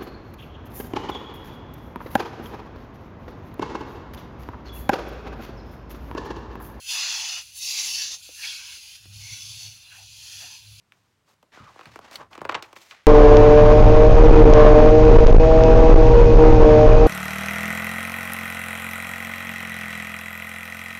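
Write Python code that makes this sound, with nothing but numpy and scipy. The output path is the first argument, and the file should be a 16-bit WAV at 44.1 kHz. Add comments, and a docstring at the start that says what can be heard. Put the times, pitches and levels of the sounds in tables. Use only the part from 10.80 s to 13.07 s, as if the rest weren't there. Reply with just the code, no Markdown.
"""Turning a stiff picture-book page

A hand slides over a picture book, lifts one stiff page and turns it, close by in a quiet room. Slides are
grainy friction noise; the sheet buckles in short snaps whose bending waves arrive treble first.
Its edge sings in sinking bands, it wobbles in a low resonance, small patches ping and creases crackle;
the page slaps down on the others and the hand smooths it flat."""
import sys
import numpy as np
from scipy import signal
from scipy.fft import rfft, irfft
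from scipy.io import wavfile
from scipy.ndimage import uniform_filter1d

SR = 44100
rng = np.random.default_rng(int(sys.argv[2]) if len(sys.argv) > 2 else 0)


def int16_out(signal):
    """Quantize to a 16-bit WAV file."""
    q = np.round(np.clip(np.atleast_2d(signal).T, -1, 1) * 32767)
    wavfile.write(sys.argv[1], SR, q.astype(np.int16))


N = 100062  # samples in the scene
SIZE = 32768  # samples in each separate sound
T = np.arange(SIZE) / SR  # s
HZ = np.fft.rfftfreq(SIZE, 1 / SR) + 1e-3  # kept just above zero for the divisions


def amp(db):
    """Decibels to gain."""
    return 10 ** (np.asarray(db) / 20)


def evened(x):
    """Scales to rms 1."""
    return x / np.sqrt(np.mean(x ** 2) + 1e-20)


def read(points, hz):
    """Reads a curve on a log-frequency axis."""
    point_hz, value = np.transpose(points)
    return np.interp(np.log(hz + 1), np.log(point_hz + 1), value)


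def add(mix, start_s, sound):
    """Mixes a sound in at a time, trimmed to the ends of the scene."""
    start = round(start_s * SR)
    part = mix[max(start, 0):][:len(sound) + min(start, 0)]
    part += sound[max(-start, 0):][:len(part)]


# Tone of the quiet room. Each row: frequency in Hz, gain in dB.
AIR_COLOUR = [(25, -39), (50, -2.5), (105, 8), (220, -0.5), (600, -7), (1100, -5.5), (7000, -18),
              (16000, -29.5)]
AIR_DB = -70


def room_air():
    """Steady noise, coloured as the air of a quiet room."""
    spectrum = rfft(rng.standard_normal(N))
    colour_db = read(AIR_COLOUR, np.fft.rfftfreq(N, 1 / SR))
    return amp(AIR_DB) * evened(irfft(spectrum * amp(colour_db), N))


GRAINS_PER_S, GRAIN_SPREAD_DB = 2500, 2.5
GRAIN_SHARE = 0.58  # share of the power in grains, the rest in fine hiss


def friction(colour_db):
    """Paper fibres catch and let go: grains of uneven size in a fine hiss; rms 1."""
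    size_db = GRAIN_SPREAD_DB * np.minimum(rng.exponential(1, SIZE), 4)
    catches = rng.random(SIZE) < GRAINS_PER_S / SR
    grains = evened(amp(size_db) * catches * rng.choice([-1, 1], SIZE))
    fine = rng.standard_normal(SIZE)
    x = np.sqrt(GRAIN_SHARE) * grains + np.sqrt(1 - GRAIN_SHARE) * fine
    return evened(irfft(rfft(x) * amp(colour_db)))


# Tone of the sheet's dull body under a slide. Each row: frequency in Hz, gain in dB.
BODY_COLOUR = [(60, -17), (250, -4.5), (650, 0.5), (1150, 1.5), (2300, -13.5), (4000, -34), (12000, -57)]
# Tone of the paper's surface hiss, before each slide's own tilt. Each row: frequency in Hz, gain in dB.
HISS_COLOUR = [(300, -24), (1500, -6), (2600, -3.5), (6500, -2), (9000, -9), (14000, -8.5)]
# Fingers and paper slide. Each row: start in seconds, rise in seconds, length in seconds, fade over the
# stroke in dB (negative sinks), body level in dB, hiss level in dB, hiss tilt above 2 kHz in dB/octave.
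SLIDES = [ (0.119, 0.018, 0.22, -9.5, -73.5, -71, -3), (0.453, 0.035, 0.082, -4.5, -63.5, -65, -3),
          (0.714, 0.033, 0.17, -6.5, -55.5, -52.5, -9.5), (0.868, 0.022, 0.23, 2.5, -60.5, -61.5, -7.5),
          (1.104, 0.017, 0.076, -8, -55, -53, -7.5), (1.205, .04, .11, -8, -48, -50.5, -9),
          (1.309, 0.021, 0.063, -7, -45.5, -46, -4.5), (1.374, 0.034, 0.045, 0, -43, -55.5, -9),
          (1.502, 0.04, 0.027, -4, -42, -51, -5), (1.552, 0.024, 0.075, -11.5, -56, -63.5, -14.5),
          (1.694, 0.013, 0.088, -1, -41, -64, -23), (1.821, 0.0048, 0.15, -15, -53.5, -56.5, -6.5),
          (1.955, 0.0035, 0.17, -4.5, -61, -53.5, -4), (2.11, 0.0032, .14, -11.5, -62, -51.5, -11)]
RELEASE_S, FLUTTER_DB = 0.02, 2


def stroke(start_s, rise_s, length_s, fade_db, body_db, hiss_db, tilt_db):
    """A slide under wavering pressure: the sheet's dull body and the hiss of its surface."""
    slow = uniform_filter1d(rng.standard_normal(SIZE), size=400)
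    pressure = evened(uniform_filter1d(slow, size=200))
    shape = np.minimum(T / rise_s, 1) * np.exp(-np.maximum(T - length_s, 0) / RELEASE_S)
    shape *= amp(fade_db * np.minimum(T / length_s, 1) + FLUTTER_DB * pressure)
    body = friction(read(BODY_COLOUR, HZ))
    hiss = friction(read(HISS_COLOUR, HZ) + tilt_db * np.log2(np.maximum(HZ, 2000)))
    return start_s, shape * (amp(body_db) * body + amp(hiss_db) * hiss)


# How long the room rings. Each row: frequency in Hz, time to fall by 60 dB in seconds.
ROOM_DECAY = [(300, 0.34), (1100, 0.32), (3000, 0.14), (16000, 0.19)]
ROOM_RISE_S = 0.0013


def room():
    """Spectrum of the room's tail, energy 1: noise that dies at its own pace in each band."""
    hz, t, z = signal.stft(rng.standard_normal(SIZE), SR, nperseg=256)
    decay = np.exp(-np.log(1000) * t / read(ROOM_DECAY, hz)[:, None])
    tail = signal.istft(z * decay, SR, nperseg=256)[1][:SIZE]
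    tail *= (1 - np.exp(-T / ROOM_RISE_S)) ** 2
    return rfft(tail / np.linalg.norm(tail))


def burst(decay_s):
    """Spectrum of a spray of tiny clicks that swells and dies, energy 1."""
    x = rng.standard_normal(SIZE) * np.sqrt(T) * np.exp(-T / decay_s)
    return rfft(x / np.linalg.norm(x))


# Colour of the paper in a snap. Each row: frequency in Hz, gain in dB.
PAPER_COLOUR = [(40, 4), (330, 3), (620, 0), (1100, 2.5), (1900, -1), (2500, 2), (8000, 0.5), (16000, -44)]
# Colour of the tick at the paper's edge. Each row: frequency in Hz, gain in dB.
TICK_COLOUR = [(500, -41), (3000, 5.5), (7000, -0.5), (10000, -5), (14000, -7.5)]
# Sheet resonances rung by the rattle. Each row: frequency in Hz, peak gain in dB, width in Hz.
RATTLE_MODES = [(330.4, 7, 8.9), (1096, 1.5, 36), (2294, -2, 71)]
# The sheet buckles or lands. Each row: time in seconds, level in dB, corner in Hz, fall above the corner
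# in dB/octave, low edge in Hz, edge tick in dB, rattle in dB against the clean pulse.
BUCKLES = [ (0.1213, -11.5, 2830, 35, 1700, -35.5, -13), (0.6276, -14.5, 814, 13, 350, -37, 1),
           (0.7728, -6, 1030, 30, 300, -46, -23), (0.9602, -6, 1020, 27, 460, -40, -14),
           (0.9924, -5, 1160, 11, 470, -39, -8), (1.0105, -7.5, 1500, 12, 423, -37, -0.5),
           (1.0564, -9, 2970, 35, 1190, -29.5, 1), (1.1585, -1, 1620, 21, 335, -26, -9),
           (1.1902, 0.5, 1020, 17, 493, -28, -14), (1.3117, -11, 1420, 10, 404, -24, 5),
           (1.3294, -15.5, 5050, 25, 700, -27, 10), (1.3567, -7.5, 5300, 32, 1200, -13, 6),
           (1.5523, -6, 1430, 10.5, 455, -30, 5), (1.578, -2.5, 1080, 11, 201, -29, -3),
           (1.6157, 7.5, 1280, 27, 295, -23, -14), (1.6514, 7, 1500, 16, 262, -23, -6.5),
           (1.6911, 6, 1590, 20, 333, -22.5, -7), (1.6946, 16.5, 1340, 14, 800, -46, -3.5),
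           (1.722, 2, 1810, 14.5, 303, -25.5, 2), (1.7452, 6, 3300, 20, 557, -48, 2.5),
           (1.7499, 11, 2240, 14.5, 454, -33, 3.5), (1.8252, -5, 3160, 11.5, 298, -18.5, -3.5),
           (1.9291, -7.5, 1100, 9.5, 330, -27.5, -2.5), (1.9635, -7.5, 2500, 24, 250, -35, 4),
           (2.1104, -5.5, 2700, 13, 1700, -50, 2)]
TRAVEL_S, FAST_HZ = 0.002, 4003  # time the fastest bends take to cross the sheet, and their pitch
LOW_DB_PER_OCTAVE = 14.5  # fall below the low edge
RATTLE_S, TICK_S = 0.0033, 0.0016  # decays
ROOM_DB = -13  # room tail against the near sound


def snap(time_s, db, corner_hz, fall_db, low_hz, tick_db, rattle_db):
    """A bending pulse crosses the sheet, low notes last, rattles between its edges and reaches the room."""
    octaves_above = np.log2(1 + (HZ / corner_hz) ** 6) / 6
    octaves_below = np.log2(1 + (low_hz / HZ) ** 4) / 4
    pulse_db = db + read(PAPER_COLOUR, HZ) - fall_db * octaves_above - LOW_DB_PER_OCTAVE * octaves_below
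    # bending waves travel at the square root of their frequency; summing the delay gives the phase
    lag_s = TRAVEL_S * np.maximum(np.sqrt(FAST_HZ / HZ) - 1, 0)
    turns = np.cumsum(lag_s) * SR / SIZE
    pulse = amp(pulse_db) * np.exp(-2j * np.pi * turns)
    ring = sum(amp(mode_db) / (1 + 2j * (HZ - hz) / width) for hz, mode_db, width in RATTLE_MODES)
    rattle = (1 + amp(rattle_db) * (burst(RATTLE_S) + ring)) / np.hypot(1, amp(rattle_db))
    tick = amp(tick_db + read(TICK_COLOUR, HZ)) * burst(TICK_S)
    near = pulse * rattle + tick
    heard = irfft(near * (1 + amp(ROOM_DB) * room()))
    lead = 256  # samples kept ahead of the snap for the onset's pre-ripple
    return time_s - lead / SR, np.roll(heard, lead)


def resonate(x, hz, width_hz):
    """A two-pole resonance that follows the curve hz; rms 1."""
    turn = np.exp(2j * np.pi * np.cumsum(hz) / SR)
    r = np.exp(-np.pi * width_hz / SR)  # both poles share this radius
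    # shift the moving pitch to zero, smooth, and shift back
    smoothed = signal.lfilter([1], np.poly([r, r]), x / turn)
    return evened((turn * smoothed).real)


# An edge drags over the page and sings in a sinking band. Each row: start in seconds, length in seconds,
# start pitch in Hz, end pitch in Hz, level in dB.
EDGE_DRAGS = [(.755, 0.099, 1490, 1090, -51.5), (0.838, 0.086, 1360, 1050, -51),
              (1.38, 0.07, 1220, 1050, -50), (2.115, 0.028, 1510, 840, -49.5)]
SCRAPE_WIDTH_HZ = 330  # of each pole


def scrape(start_s, length_s, start_hz, end_hz, db):
    """Friction drives a resonance of the sheet, which sinks as the free part grows."""
    pitch = np.interp(T, [0, length_s], [start_hz, end_hz])
    band = resonate(friction(0), pitch, SCRAPE_WIDTH_HZ)
    swell = np.sqrt(abs(np.sin(np.pi * np.minimum(T / length_s, 1))))
    return start_s, amp(db) * swell * band


# The lifted sheet wobbles. 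Each row: start in seconds, level in dB, decay in seconds.
SHUDDERS = [(0.798, -46.5, 0.053), (1.063, -53.5, 0.13), (1.369, -56, 0.14), (1.601, -56, 0.15),
            (1.752, -53, 0.038)]
WOBBLE_START_HZ, WOBBLE_REST_HZ, WOBBLE_SAG_S = 187, 91, 0.021
WOBBLE_WIDTH_HZ, WOBBLE_LOW_HZ, WOBBLE_RISE_S = 127, 55.3, 0.0021  # width of each pole, low cut, attack


def wobble(start_s, db, decay_s):
    """The sheet shudders in its lowest mode, which sinks as the bend relaxes."""
    hz = WOBBLE_REST_HZ + (WOBBLE_START_HZ - WOBBLE_REST_HZ) * np.exp(-T / WOBBLE_SAG_S)
    low_cut = signal.butter(2, WOBBLE_LOW_HZ, "high", fs=SR)
    drive = signal.lfilter(*low_cut, rng.standard_normal(SIZE))
    shudder = resonate(drive, hz, WOBBLE_WIDTH_HZ)
    shape = np.minimum(T / WOBBLE_RISE_S, 1) * np.exp(-T / decay_s)
    return start_s, amp(db) * shape * shudder


# A small facet of the paper pops and rings. 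Each row: time in seconds, pitch in Hz, peak level in dB.
POPS = [(1.056, 4390, -47.5), (1.356, 4380, -32), (1.6946, 1086, -22.5)]
PING_RISE_S, PING_DECAY_S = 0.0012, 0.003


def ping(time_s, hz, db):
    """A patch of paper flips over and rings as a sine for a few milliseconds."""
    shape = (1 - np.exp(-T / PING_RISE_S)) * np.exp(-T / PING_DECAY_S)
    return time_s, amp(db) * shape / shape.max() * np.sin(2 * np.pi * hz * T)


SWING_START_S, SWING_END_S = 1.5, 1.85
CRACKLES_PER_S, CRACKLE_DB, CRACKLE_HZ = 60, -21.5, 2030  # rate, softest level, middle corner


def crackles():
    """Creases crackle as the page swings over: rows for tiny snaps of random time, size and pitch."""
    wait, size, octave = rng.random((40, 3)).T
    times = SWING_START_S - np.cumsum(np.log(1 - wait)) / CRACKLES_PER_S
    levels = CRACKLE_DB + 10 * size
    corners = CRACKLE_HZ * 2 ** (2 * octave - 1)  # within an octave either way
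    rows = zip(times, levels, corners)
    return [(s, db, hz, 20, hz / 2, db - 30.5, 0) for s, db, hz in rows if s < SWING_END_S]


def scene():
    """Room air and all that the page does."""
    mix = room_air()
    layers = [(stroke, SLIDES), (snap, BUCKLES), (scrape, EDGE_DRAGS),
              (wobble, SHUDDERS), (ping, POPS), (snap, crackles())]
    for source, rows in layers:
        for row in rows:
            add(mix, *source(*row))
    return mix[None]


def record(dry):
    """A steep linear-phase low-pass trims the extreme treble."""
    low_pass = signal.firwin(511, 16100, window=("kaiser", 9), fs=SR)  # cutoff in Hz
    return signal.oaconvolve(dry, low_pass[None], "same")


dry = scene()
out = record(dry)
int16_out(out)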